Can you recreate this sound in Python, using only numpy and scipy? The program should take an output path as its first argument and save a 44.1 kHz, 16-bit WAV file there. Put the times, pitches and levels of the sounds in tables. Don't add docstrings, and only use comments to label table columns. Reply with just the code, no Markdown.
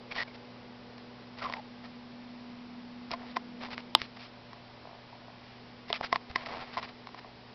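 import sys
import numpy as np
from scipy import signal
from scipy.fft import rfft, irfft, next_fast_len
from scipy.io import wavfile

SR = 44100
rng = np.random.default_rng(int(sys.argv[2]) if len(sys.argv) > 2 else 0)


def master(y):
    cut = np.clip(np.atleast_2d(y).T, -1, 1)
    pcm = np.round(cut * 32767)
    wavfile.write(sys.argv[1], SR, pcm.astype(np.int16))


N = 332514
T = np.arange(N) / SR

# time in seconds, then fan, mains and vent levels in dB.
HUM_LEVELS = [(0.0, -53.5, -60, -54.5), (1.19, -53, -59.5, -55), (2.31, -48, -65.5, -66),
              (2.98, -47.5, -64, -68), (3.21, -48, -68, -55.5), (3.65, -47, -65, -54),
              (4.28, -57, -59.5, -63), (5.06, -61, -61, -70), (5.69, -56.5, -60, -63.5),
              (5.92, -55.5, -65, -59), (6.36, -55.5, -64, -61.5), (6.49, -52, -63.5, -54),
              (7.12, -58.5, -61.5, -65), (7.54, -60.5, -61, -64)]
# frequency in Hz, level in dB.
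WHINES = [(135, -76.5), (199.5, -73), (398.8, -69.5), (440, -74.5), (589, -70), (695, -72.5), (738, -71.5),
          (835, -73), (974, -75.5), (1460, -78), (2030, -79), (4000, -80), (5000, -81)]
# frequency in Hz, relative level in dB.
HISS_SPECTRUM = [(20, -7.5), (70, -2), (110, -2), (200, -0.5), (300, -1.5), (450, -1), (620, -2),
                 (850, -0.5), (1100, -2.5), (1400, -7), (2100, -6.5), (3400, -9.5), (4600, -10),
                 (5100, -11)]
# start and end in seconds, mid-stroke level in dB,
# hardness as treble tilt in dB per octave, slips per second.
SCUFFS = [(0.107, 0.136, -45.5, 3, 2100), (0.146, 0.236, -39.5, 2, 620), (0.273, 0.287, -48, -2, 3000),
          (0.339, 0.366, -57, 6, 2800), (1.376, 1.41, -49, 2, 3000), (1.414, 1.467, -41.5, -1, 230),
          (1.462, 1.521, -45, -3, 300), (1.537, 1.602, -52, -0.5, 530), (1.837, 1.867, -49.5, 0, 4400),
          (3.113, 3.15, -42, -2, 2600), (3.171, 3.26, -52, -5.5, 3600), (3.255, 3.33, -56.5, 3, 3700),
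          (3.359, 3.374, -37.5, -1, 1800), (3.605, 3.674, -44, 0.5, 820), (3.705, 3.747, -43, 2, 990),
          (3.783, 3.811, -49, 1, 2900), (3.973, 4.064, -55.5, 7.5, 3100), (4.164, 4.177, -48, 1, 4300),
          (4.19, 4.273, -57, 7, 4100), (5.411, 5.59, -63, 3, 2300), (5.88, 5.919, -51.5, 5, 5000),
          (5.928, 5.979, -44.5, 4, 2050), (6.029, 6.053, -36.5, 0.5, 2000), (6.046, 6.074, -52, 8.5, 3400),
          (6.14, 6.169, -43, -0.5, 2000), (6.295, 6.319, -48.5, 1, 2300), (6.361, 6.448, -46.5, -1, 4500),
          (6.452, 6.478, -42.5, -1, 3200), (6.479, 6.59, -42, -3, 3200), (6.587, 6.646, -43.5, -2, 2600),
          (6.643, 6.733, -53.5, 0.5, 6200), (6.725, 6.762, -47, 2, 2700), (6.775, 6.802, -42, 0, 250),
          (6.814, 6.863, -45, 0.5, 320), (6.875, 6.906, -50.5, -0.5, 2300), (7.174, 7.198, -49, 0, 3700),
          (7.241, 7.284, -56, -7, 310)]
# frequency in Hz, 60 dB decay time in seconds.
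SHELL_MODES = [(680, 0.023), (1040, 0.016), (2020, 0.0055)]
# frequency in Hz, relative level in dB.
CONTACT_SPECTRUM = [(60, -14.5), (350, 0), (900, -10.5), (1500, 1.5), (2600, -9), (3600, -2.5), (4400, -1),
                    (5100, -2), (6000, -2.5)]
# start and end in seconds, first and last pitch in Hz,
# level in dB.
CREAKS = [(0.109, 0.125, 2350, 2380, -42), (0.278, 0.285, 2210, 2200, -45), (0.304, 0.313, 2170, 2160, -50),
          (0.178, 0.232, 1900, 1944, -35), (1.415, 1.435, 1394, 1260, -38),
          (1.44, 1.472, 1210, 1065, -36.5), (1.529, 1.605, 971, 735, -45.5), (5.126, 5.159, 931, 810, -53),
          (5.944, 5.954, 2450, 2560, -39), (6.034, 6.048, 1530, 1435, -37.5)]
# start in seconds, level in dB, hardness in dB per octave,
# frequency in Hz that the struck spot favours, factor on the decay time.
TAPS = [(0.981, -61, 9.5, 1100, .7), (1.427, -45, 3, 1300, .8), (1.4566, -43, -1, 1090, 1.4),
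        (1.4983, -44.5, -0.5, 1050, 1.7), (1.525, -41.5, 1.5, 1410, .6), (1.5378, -37.5, 0.5, 1900, 1.8),
        (3.1083, -45, 2, 850, 1), (3.1153, -41, 7.5, 650, 0.24), (3.1368, -35.5, -0.5, 845, 2.9),
        (3.3681, -30.5, 0.5, 1090, 1.6), (3.6355, -45, 4, 645, 0.83), (3.6858, -49.5, -4, 850, 1.8),
        (3.7796, -39.5, 0.5, 1720, 0.63), (4.0174, -41.5, 6, 2000, 0.55), (4.5317, -51.5, 2, 1000, 0.88),
        (5.9021, -36.5, -1, 610, 2.1), (5.9285, -36, -4, 755, 1.6), (6.0109, -34, -5, 800, .3),
        (6.1276, -25.5, 0.5, 960, 2), (6.1589, -30.5, -0.5, 1300, 1.05), (6.359, -31, 5, 1370, 1.85),
        (6.4612, -48.5, 7.5, 1400, 0.66), (6.7707, -33.5, -3.5, 1100, 2.4), (6.7775, -37, 0.5, 750, 1.1),
        (6.7853, -40.5, 0, 1000, 1.8), (6.8291, -46, 4.5, 1100, 1.6), (7.0714, -47, 1.5, 1200, .8),
        (7.0903, -53.5, 2, 1200, 1.1), (7.1456, -49, 1.5, 1100, 1.4), (7.1904, -50.5, -0.5, 1800, 0.99),
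        (7.2462, -51, -7, 950, 0.82)]
# start in seconds, level in dB, frequency in Hz, 60 dB decay time in seconds.
BUMPS = [(3.9505, -57, 90, .05), (3.951, -34, 334, 0.067), (4.018, -45, 109, .05),
         (5.903, -31.5, 423, 0.056), (6.127, -22, 420, 0.015), (6.301, -38.5, 75, 0.092)]
# start in seconds, gain in dB.
SNAPS = [(3.9506, 1.5), (5.9286, -10)]
# frequency in Hz, relative level in dB, 60 dB decay time in seconds.
SNAP_MODES = [(890, -25, 0.052), (1000, -6, 0.011), (1194, -19, 0.021), (2140, -17.5, 0.0098),
              (3210, 1.5, 0.0044), (3574, -5.5, 0.0077), (3900, -11, 0.0095), (4700, -8, 0.0062)]
# start and end in seconds, level of the first tick in dB.
STUTTERS = [(4.854, 4.997, -55), (5.127, 5.172, -63), (5.282, 5.305, -59)]
# frequency in Hz, gain in dB.
MIC_RESPONSE = [(20, 0), (5100, -0.5), (5500, -5), (5900, -17), (6200, -33.5), (6600, -72)]
TAP_SHARE_DB, SCUFF_SHARE_DB = [-8.5, -5.5, -6, -1], [-1.5, 0, .5, 0]


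def undb(db):
    return 10 ** (np.asarray(db) / 20)


def unit(x):
    return x / np.sqrt(np.mean(x ** 2))


def add(out, start, x):
    i = int(start * SR)
    out[i:i + len(x)] += x[:N - i]


def wander(knots_per_s):
    knots = rng.standard_normal(int(knots_per_s * T[-1]) + 2)
    return 1.2 * np.interp(T * knots_per_s, np.arange(len(knots)), knots)


def tone(hz, drift_hz):
    turns = np.cumsum(hz + drift_hz * wander(3.166)) / SR + rng.random()
    return np.sqrt(2) * np.sin(2 * np.pi * turns)


def noise_band(hz, width_hz):
    b, a = signal.iirpeak(hz, hz / width_hz, fs=SR)
    return unit(signal.lfilter(b, a, signal.lfilter(b, a, rng.standard_normal(N))))


def computer(fan_hz=243.2, mains_hz=119.9):
    times, *levels_db = np.transpose(HUM_LEVELS)
    fan_gain, mains_gain, vent_gain = [undb(np.interp(T, times, db)) for db in levels_db]
    fan = fan_gain * (tone(fan_hz, drift_hz=.17) + undb(-10) * noise_band(206, 88))
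    vent = vent_gain * (undb(-5) * noise_band(440, 350) + undb(-9) * tone(2 * fan_hz, drift_hz=.36))
    mains = mains_gain * tone(mains_hz, drift_hz=.03)
    whines = sum(undb(db) * (1 + .57 * wander(1.245)) * tone(hz, drift_hz=.604) for hz, db in WHINES)
    return fan + vent + mains + whines


def gain_curve(points, size):
    hz, db = np.transpose(points)
    bin_hz = np.arange(size // 2 + 1) * SR / size
    return undb(np.interp(np.log(bin_hz + 1), np.log(hz), db))


def colour(x, points):
    size = next_fast_len(N, True)
    return irfft(rfft(x, size) * gain_curve(points, size), size)[..., :N]


def hiss(level_db=-50.5):
    return undb(level_db) * unit(colour(rng.standard_normal(N), HISS_SPECTRUM))


def mode(hz, t60, size=4096):
    t = T[:size]
    return np.sin(2 * np.pi * hz * t) * np.exp(-np.log(1000) * t / t60)


def contact_response(size=1024):
    cepstrum = irfft(np.log(gain_curve(CONTACT_SPECTRUM, size)))
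    cepstrum[1:size // 2] *= 2
    cepstrum[size // 2 + 1:] = 0
    return irfft(np.exp(rfft(cepstrum)))


def shares(share_db, hardness, pivot_hz=1050, contact_hz=3100):
    octaves = np.log2(np.array([hz for hz, _ in SHELL_MODES] + [contact_hz]) / pivot_hz)
    return undb(np.array(share_db) + hardness * octaves)


def stroke(length_s, edge_s):
    margin = 4 * edge_s
    t = np.arange(-margin, length_s + margin, 1 / SR)
    rise = .5 + .5 * np.tanh(t / edge_s)
    fall = .5 + .5 * np.tanh((length_s - t) / edge_s)
    return t, rise * fall


def scuffs(spread_db=5, arch_db=5.5, decay_factor=.44, size=16384):
    out = np.zeros(N)
    responses = [mode(hz, t60 * decay_factor, size=1024) for hz, t60 in SHELL_MODES]
    responses.append(contact_response())
    for start, end, db, hardness, slips_per_s in SCUFFS:
        t, pressure = stroke(end - start, edge_s=.004)
        off_centre = np.minimum((2 * t / (end - start) - 1) ** 2, 1)
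        envelope = pressure * undb(db - arch_db * off_centre)
        strength, direction, grain = rng.standard_normal((3, size))
        slipping = rng.random(size) < slips_per_s / SR
        slips = slipping * undb(spread_db * strength) * np.sign(direction)
        force = (slips + .14 * grain)[:len(t)]
        for k, (response, gain) in enumerate(zip(responses, shares(SCUFF_SHARE_DB, hardness))):
            rubbed = unit(signal.fftconvolve(force, response)[:len(t)])
            add(out, start + t[0], (-1) ** k * gain * envelope * rubbed)
    return out


def creaks(width_hz=210, size=8192):
    out = np.zeros(N)
    lowpass = signal.butter(2, width_hz / 2, fs=SR, output="sos")
    for start, end, from_hz, to_hz, db in CREAKS:
        t, pressure = stroke(end - start, edge_s=.0051)
        noise = rng.standard_normal(size) + 1j * rng.standard_normal(size)
        amplitude = signal.sosfilt(lowpass, noise)[-len(t):]
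        turns = np.cumsum(np.interp(t, [0, end - start], [from_hz, to_hz])) / SR
        vibration = unit(np.real(amplitude * np.exp(2j * np.pi * turns)))
        add(out, start + t[0], undb(db) * pressure * vibration)
    return out


def room(x, t60=.12, wet_db=-27, size=8192):
    tail = rng.standard_normal(size) * np.exp(-np.log(1000) * T[:size] / t60) * (T[:size] > .003)
    tail /= np.sqrt(np.sum(tail ** 2))
    return x + undb(wet_db) * signal.oaconvolve(x, tail)[:N]


def spot_lift(spot_hz, lift_db=9, width_octaves=.63):
    distance = np.log2(np.array([hz for hz, _ in SHELL_MODES]) / spot_hz) / width_octaves
    return undb(np.append(lift_db * np.exp(-distance ** 2), 0))


def taps(events, chatter_s=.0036, graze_db=-16, graze_s=.0046, detune=.012, size=2048):
    out, contact = np.zeros(N), contact_response()
    head = SR // 100
    for start, db, hardness, spot_hz, decay_factor in events:
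        force = .12 * rng.standard_normal(size) * np.exp(-T[:size] / chatter_s)
        force[0] += 1
        parts = [mode(hz * (1 + detune * rng.standard_normal()), t60 * decay_factor, size)
                 for hz, t60 in SHELL_MODES]
        parts.append(signal.fftconvolve(force, contact)[:size])
        parts = [part / np.sqrt(np.mean(part[:head] ** 2)) for part in parts]
        gains = undb(db) * shares(TAP_SHARE_DB, hardness) * spot_lift(spot_hz)
        blow = sum((-1) ** k * gains[k] * part for k, part in enumerate(parts))
        graze = rng.standard_normal(head) * np.exp(T[:head] / graze_s)
        graze *= undb(graze_db) / np.sqrt(np.sum(graze ** 2))
        add(out, start - T[head], signal.fftconvolve(np.append(graze, 1), blow))
    return out


def bumps():
    out = np.zeros(N)
    for start, db, hz, t60 in BUMPS:
        add(out, start, undb(db) * mode(hz, t60))
    return out


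def snaps(cutoff_hz=620, rise_s=.0002, size=4096):
    out = np.zeros(N)
    ring = sum(undb(db) * mode(hz, t60, size) for hz, db, t60 in SNAP_MODES)
    ring *= 1 - np.exp(-T[:size] / rise_s)
    radiated = signal.sosfilt(signal.butter(2, cutoff_hz, "high", fs=SR, output="sos"), ring)
    for start, db in SNAPS:
        add(out, start, undb(db) * radiated)
    return out


def stutter_ticks(period_s=.0192, fade_db_per_s=53, hardness=-13.5, spot_hz=890, decay_factor=.78):
    return [(start + lag, db - fade_db_per_s * lag, hardness, spot_hz, decay_factor)
            for start, end, db in STUTTERS for lag in np.arange(0, end - start, period_s)]


def scene():
    play = taps(TAPS + stutter_ticks()) + scuffs() + creaks() + snaps() + bumps()
    return (room(play) + computer() + hiss())[None]


def record(dry, ceiling=.62, top_hz=15500):
    clipped = np.clip(colour(dry, MIC_RESPONSE), -ceiling, ceiling)
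    return signal.sosfilt(signal.ellip(8, .2, 70, top_hz, fs=SR, output="sos"), clipped)


dry = scene()
out = record(dry)
master(out)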